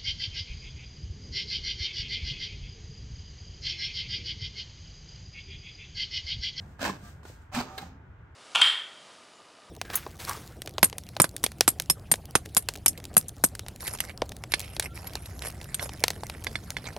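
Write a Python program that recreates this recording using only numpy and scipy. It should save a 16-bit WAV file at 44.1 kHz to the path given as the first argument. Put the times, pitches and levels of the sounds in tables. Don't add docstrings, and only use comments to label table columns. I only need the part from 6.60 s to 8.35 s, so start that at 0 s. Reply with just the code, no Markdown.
import sys
import numpy as np
from scipy import signal
from scipy.fft import rfft, irfft, next_fast_len
from scipy.io import wavfile
from scipy.ndimage import uniform_filter1d, map_coordinates

SR = 44100
rng = np.random.default_rng(int(sys.argv[2]) if len(sys.argv) > 2 else 0)


def unload_audio(sound):
    columns = np.transpose(np.atleast_2d(sound))
    steps = np.round(np.clip(columns, -1, 1) * 32767)
    wavfile.write(sys.argv[1], SR, steps.astype(np.int16))


N = 77175

# (frequency [Hz], level [dB])
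HUM_COLOUR = [(20, -22), (38, -11.5), (55, -2.5), (75, -2.5), (100, -1.5), (140, -9), (200, -18.5),
              (320, -26), (600, -68)]
# (frequency [Hz], level [dB])
AIR_COLOUR = [(120, -24.5), (270, -9), (380, -7), (550, -14), (900, -9.5), (1100, -11), (1480, -10),
              (2100, -17), (3200, -27.5), (4500, -40), (7000, -42.5), (15000, -69)]
# (frequency [Hz], absolute level before flutter [dB])
IDLE_TONES = [(885, -74.5), (1400, -78), (1462, -76), (1620, -74.5)]
# (time [s], level [dB])
SLIDE_LEVELS = [(0, -63), (0.06, -69), (0.13, -69.5), (0.18, -78), (0.34, -67), (0.41, -63.5), (0.455, -55),
                (0.5, -57.5), (0.55, -67.5), (0.628, -78.5), (0.636, -66), (0.685, -53), (0.73, -59.5),
                (0.78, -68), (0.83, -72), (0.9, -82), (1.22, -55.5), (1.29, -67), (1.38, -110)]
# (frequency [Hz], level [dB])
PAPER_COLOUR = [(200, -29), (450, -1), (800, 4), (1300, 1.5), (2100, 2.5), (4200, 1.5), (6000, 0.5),
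                (8500, 0.5), (11000, -3.5), (15000, -11)]
# (time [s], level [dB])
SING_LEVELS = [(0.39, -88), (0.44, -60), (0.49, -60), (0.55, -101), (0.6, -86)]
# (frequency [Hz], level before flutter [dB])
SING_TONES = [(700, -3), (1184, 0), (1292, -3.5), (1588, -1.5), (1723, -11)]
# (time [s], level [dB])
RUMBLE_LEVELS = [(0, -53.5), (0.08, -55), (0.17, -66), (0.34, -52.5), (0.5, -57.5), (0.6, -57), (0.72, -61),
                 (0.88, -82), (1.05, -61), (1.16, -58), (1.36, -61), (1.45, -62.5), (1.75, -76)]
# (frequency [Hz], level [dB])
RUMBLE_SPECTRUM = [(80, -24), (140, 4), (190, -0.5), (280, -5), (400, -10.5), (750, -11.5), (1100, -23),
                   (3000, -55)]
# (time [s], width [s], frequency [Hz], level [dB])
ROLLER_DRONES = [(0.251, 0.019, 268, -39.5), (0.298, 0.031, 197, -40.5), (0.438, 0.018, 194.5, -50),
                 (0.983, 0.014, 242.5, -27.5), (0.986, 0.0097, 136.3, -38), (1.251, 0.03, 178, -47.5),
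                 (1.31, 0.06, 269.9, -55.5), (1.34, 0.055, 204.8, -58.5)]
# (time [s], gear chatter before its trim [dB], housing rattle before its trims [dB])
FIRST_RUN = [(0.185, -77, -100), (0.193, -64, -50.5), (0.205, -49.5, -46), (0.221, -40, -36),
             (0.257, -37.5, -30.5), (0.289, -43.5, -36), (0.297, -42.5, -40), (0.319, -53.5, -49.5),
             (0.37, -64, -57.5)]
# (time [s], gear chatter before its trim [dB], housing rattle before its trims [dB])
SECOND_RUN = [(0.918, -69.5, -59), (0.926, -56.5, -50.5), (0.95, -39, -38), (1.01, -41.5, -36),
              (1.02, -49.5, -47), (1.06, -59.5, -83)]
# (frequency [Hz], level [dB])
FIRST_HOUSING = [(76, -70), (130, -18), (187, -5.5), (226, -5.5), (262, 1.5), (317, -4), (387, -15.5),
                 (529, -7.5), (592, -2.5), (655, -6.5), (831, -1), (1300, -14), (1540, -6), (1720, -3),
                 (2000, -28), (2600, -20), (3380, -62)]
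# (frequency [Hz], level [dB])
SECOND_HOUSING = [(190, -8), (330, -6), (462, -23), (504, -14), (670, -9), (724, 1), (947, -1.5),
                  (1020, -5.5), (1700, -9), (1910, -19), (2600, -17), (3380, -54)]
# (frequency [Hz], width [Hz], relative level [dB])
SHELL_MODES = [(600, 39, 11), (875, 280, 7.5), (1070, 39, 10), (1713, 24, 13), (2133, 52, 4.5),
               (2500, 50, 14.5), (2646, 37, 7.5), (3016, 42, 13)]
# (frequency [Hz], level [dB])
CHATTER_COLOUR = [(1200, -22), (2300, 2), (4200, 3), (6500, -2), (8500, -5), (11000, -11.5), (15000, -16.5)]
# (time [s], burst level [dB], brightness [dB per octave],
# ring frequency [Hz], ring level [dB])
PLASTIC_SNAPS = [(0.194, -53, 0, 1330, -45.5), (0.2521, -42, 7, 1700, -27.5),
                 (0.2955, -33.5, -5, 1040, -27), (0.631, -53, -2.5, 1020, -54.5),
                 (0.652, -45, -2.5, 1420, -48), (0.699, -48, -5, 517.4, -48),
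                 (0.819, -64.5, -0.5, 7300, -68), (0.9232, -51, -6, 1100, -45),
                 (0.948, -37.5, 4.5, 1648, -34.5), (1.002, -37, -4, 4620, -35),
                 (1.006, -41.5, -3, 850, -35.5)]
# (frequency [Hz], level [dB])
SNAP_SPECTRUM = [(80, -12.5), (250, 2.5), (500, 3), (1500, -2.5), (2700, -3), (4000, -1.5), (6500, -12),
                 (9000, -3.5), (15000, -22)]
# (time [s], gear noise [dB], whine [dB])
CREEP_LEVELS = [(1.01, -40.5, -57), (1.04, -48.5, -52), (1.09, -48, -52.5), (1.17, -54.5, -50.5),
                (1.21, -48, -53.5), (1.23, -49.5, -52), (1.243, -50.5, -60), (1.29, -56.5, -68),
                (1.38, -72, -101)]
# (frequency [Hz], level [dB])
CREEP_SPECTRUM = [(65, -51), (110, -6), (278, -6.5), (427, -14.5), (484, -11), (686, -16), (760, -11),
                  (953, -14.5), (1150, -12), (1920, -22), (7150, -28.5), (8970, -65), (9740, -80),
                  (11700, -48)]
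# (frequency [Hz], level before flutter [dB])
WHINE_TONES = [(600, -11), (765, -2.5), (888, -6.5), (1184, -9), (1276, -11.5), (1529, -18), (1809, -19.5)]
# (time [s], width [s], frequency [Hz], level [dB])
MOTOR_STOP = (1.229, 0.008, 778, -40)
# (time [s], crack level [dB], ring level [dB])
CATCH_CONTACTS = [(1.1788, -33.5, -36.5), (1.1824, -36.5, -31.5), (1.217, -45, -46)]
# (frequency [Hz], relative level [dB], 60 dB decay time [s])
CATCH_RINGS = [(423, -7, 0.088), (1063, -6.5, 0.056), (1324, 0, 0.08), (1630, 0, 0.057), (2123, 0, 0.06),
               (2457, -8.5, 0.14), (3660, 0, 0.048), (4030, 3.5, 0.04), (4910, -10, 0.043),
               (8700, -5, 0.027)]
# (frequency [Hz], level [dB])
CRACK_SPECTRUM = [(120, -7), (400, 0.5), (1500, 1), (3000, -3), (4000, -0.5), (5200, -4.5), (6500, -11.5),
                  (9000, -8), (15000, -17)]
# (frequency [Hz], left-right likeness before clipping [ratio])
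DRIVE_LIKENESS = [(300, 1.4), (650, 0.74), (1400, 0.8), (2300, 0.3), (3400, -0.1), (4900, 0.25), (6000, 0),
                  (7800, 0.5), (8600, 0.2), (9500, -1.18), (10800, -0.9), (11800, 0.6), (14200, 0.8)]
# (frequency [Hz], left minus right [dB])
DRIVE_BALANCE = [(380, -0.5), (700, -3.5), (1300, -4.5), (2400, -5), (4400, 1), (8000, 0)]
# (frequency [Hz], left-right likeness before clipping [ratio])
DIFFUSE_LIKENESS = [(100, 0.99), (250, 0.89), (450, 0.39), (800, 0.089), (1600, 0.42), (2400, -0.073),
                    (7800, 0.26), (8600, -0.014), (9500, -1.2), (10800, -1.02), (11800, -0.35),
                    (12700, 0.75)]

HUM_DB, HUM_TONE_HZ, HUM_TONE_DB = -51.5, 76.3, -56
HUM_SWELL_DB = 2
AIR_MID_DB, AIR_SETTLE_DB_PER_S = -60.5, 0.5
PARTIAL_FLUTTER_DB = 2.5
SING_WAVER, WHINE_WAVER, CATCH_WAVER = 0.004, 0.006, 0.01166
TEETH_PER_S = 1300
TOOTH_SCATTER_DB, TOOTH_T60_S = 3.5, 0.007
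CHATTER_TRIM_DB, RATTLE_TRIM_DB, RING_TRIM_DB = 1.5, 3, -5
SNAP_ATTACK_S, SNAP_T60_S = 0.0003, 0.061
RING_WAVER, RING_T60_S = 0.0594, 0.044
CATCH_BUILD_S, CRACK_T60_S = 0.0012, 0.045
ROOM_T60_S, ROOM_DB = 0.32, -11.5
TOP_HZ = 15750


def amp(db):
    return 10 ** (np.asarray(db) / 20)


def unit(x):
    return x / np.sqrt(np.mean(x ** 2) + 1e-20)


def along(points, hz):
    f, v = np.transpose(points)
    return np.interp(np.log(hz + 1), np.log(f + 1), v)


def gains(rows):
    s, *levels = np.transpose(rows)
    t = np.arange(N) / SR
    return [amp(np.interp(t, s, level, left=-140, right=-140)) for level in levels]


def wobble(rate):
    knots = rng.standard_normal(int(N * rate / SR) + 4)
    return map_coordinates(knots, [np.arange(N) * rate / SR])


def filtered(x, response):
    m = next_fast_len(N + SR // 2)
    spectrum = rfft(x, m) * response(np.fft.rfftfreq(m, 1 / SR))
    return irfft(spectrum, m)[..., :N]


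def coloured(x, spectrum):
    return unit(filtered(x, lambda hz: amp(along(spectrum, hz))))


def noise():
    return rng.standard_normal((2, N))


def tone(hz, waver, rate):
    cycles = np.cumsum(hz * (1 + waver * wobble(rate))) / SR
    start = rng.uniform(0, 2 * np.pi)
    return np.sqrt(2) * np.sin(2 * np.pi * cycles + start + np.array([[0], [np.pi / 2]]))


def chord(partials, waver):
    out = np.zeros((2, N))
    for hz, db in partials:
        level = amp(db + PARTIAL_FLUTTER_DB * wobble(29.95))
        out += level * tone(hz, waver, rate=70)
    return out


def swell(s, width, hz, db):
    bell = np.exp(-((np.arange(N) / SR - s) / width) ** 2)
    return amp(db) * bell * tone(hz, waver=0.0316, rate=60)


def struck(t, attack, t60):
    return (1 - np.exp(-t / attack)) * np.exp(-np.log(1000) * t / t60)


def teeth(rate, scatter_db, t60):
    uneven_rate = rate * np.exp(.3 * wobble(300))
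    hits = np.diff(np.floor(np.cumsum(uneven_rate / SR)), prepend=0)
    energy = hits * amp(scatter_db * rng.standard_normal(N)) ** 2
    decay = np.exp(-np.log(10 ** 6) / (t60 * SR))
    energy = signal.lfilter([1], [1, -decay], energy)
    local_mean = np.abs(uniform_filter1d(energy, size=500))
    return noise() * np.sqrt(np.abs(energy) / (local_mean + 1e-9))


def background():
    hum = amp(HUM_DB) * coloured(noise(), HUM_COLOUR)
    hum = hum + amp(HUM_TONE_DB) * tone(HUM_TONE_HZ, waver=0.0503, rate=14.23)
    from_middle = (np.arange(N) - N / 2) / SR
    air = amp(AIR_MID_DB - AIR_SETTLE_DB_PER_S * from_middle) * coloured(noise(), AIR_COLOUR)
    return hum * amp(HUM_SWELL_DB * wobble(21.78)) + air + chord(IDLE_TONES, waver=0.0042)


def sheet():
    slide, = gains(SLIDE_LEVELS)
    sing, = gains(SING_LEVELS)
    grainy = noise() * amp(0.54 * wobble(360))
    return slide * coloured(grainy, PAPER_COLOUR) + sing * chord(SING_TONES, SING_WAVER)


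def roller():
    rumble, = gains(RUMBLE_LEVELS)
    drones = sum(swell(*row) for row in ROLLER_DRONES)
    return drones + rumble * coloured(noise(), RUMBLE_SPECTRUM)


def housing(hz):
    out = 0
    for k, (centre, width, db) in enumerate(SHELL_MODES):
        damping = 1j * hz * width
        out = out + (-1) ** k * amp(db) * damping / (centre * centre - hz * hz + damping)
    return out


def feed(run, colour):
    chatter, rattle = gains(run)
    rate = TEETH_PER_S * (.3 + np.sqrt(chatter / chatter.max()))
    impacts = teeth(rate, TOOTH_SCATTER_DB, TOOTH_T60_S)
    shell = amp(RATTLE_TRIM_DB) * coloured(impacts, colour)
    shell = shell + amp(RING_TRIM_DB) * unit(filtered(impacts, housing))
    return amp(CHATTER_TRIM_DB) * chatter * coloured(impacts, CHATTER_COLOUR) + rattle * shell


def snaps():
    out = np.zeros((2, N))
    for s, db, tilt_db, ring_hz, ring_db in PLASTIC_SNAPS:
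        t = np.maximum(np.arange(N) / SR - s, 0)
        colour = [(hz, level + tilt_db * np.log2(hz)) for hz, level in SNAP_SPECTRUM]
        burst = coloured(noise(), colour) * struck(t, SNAP_ATTACK_S, SNAP_T60_S)
        ring = tone(ring_hz, RING_WAVER, rate=ring_hz / 2) * struck(t, SNAP_ATTACK_S, RING_T60_S)
        out += amp(db) * burst + amp(ring_db) * ring
    return out


def creep():
    gears, whine = gains(CREEP_LEVELS)
    grind = gears * coloured(teeth(rate=470, scatter_db=-1.5, t60=0.026), CREEP_SPECTRUM)
    return grind + whine * chord(WHINE_TONES, WHINE_WAVER) + swell(*MOTOR_STOP)


def catch():
    out = np.zeros((2, N))
    for s, crack_db, ring_db in CATCH_CONTACTS:
        t = np.maximum(np.arange(N) / SR - s, 0)
        crack = coloured(noise(), CRACK_SPECTRUM) * struck(t, SNAP_ATTACK_S, CRACK_T60_S)
        ring = np.zeros((2, N))
        for hz, db, t60 in CATCH_RINGS:
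            ring += amp(db) * tone(hz, CATCH_WAVER, rate=500) * struck(t, CATCH_BUILD_S, t60)
        out += amp(crack_db) * crack + amp(ring_db) * ring / np.sqrt(len(CATCH_RINGS))
    return out


def scatter(x, t60):
    t = np.arange(SR // 2) / SR
    tail = rng.standard_normal((2, len(t))) * amp(-60 * t / t60)
    tail = tail / np.linalg.norm(tail, axis=1, keepdims=True)
    return signal.fftconvolve(np.atleast_2d(x), tail, axes=1)[:, :N]


def microphones(pair, likeness):
    def mid_side(hz):
        turn = np.arccos(np.clip(along(likeness, hz), -.995, .995)) / 2
        return np.array([np.cos(turn), np.sin(turn)])
    mid, side = filtered(pair, mid_side)
    return np.array([mid + side, mid - side])


def scene():
    drive = roller() + feed(FIRST_RUN, FIRST_HOUSING) + feed(SECOND_RUN, SECOND_HOUSING)
    drive = drive + snaps() + creep() + catch()
    halves = np.array([[.5], [-.5]])
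    direct = filtered(microphones(drive, DRIVE_LIKENESS),
                      lambda hz: amp(along(DRIVE_BALANCE, hz) * halves))
    diffuse = background() + sheet() + amp(ROOM_DB) * scatter(drive, ROOM_T60_S)
    return direct + microphones(diffuse, DIFFUSE_LIKENESS)


def record(dry):
    return filtered(dry, lambda hz: hz < TOP_HZ)


dry = scene()
out = record(dry)
unload_audio(out)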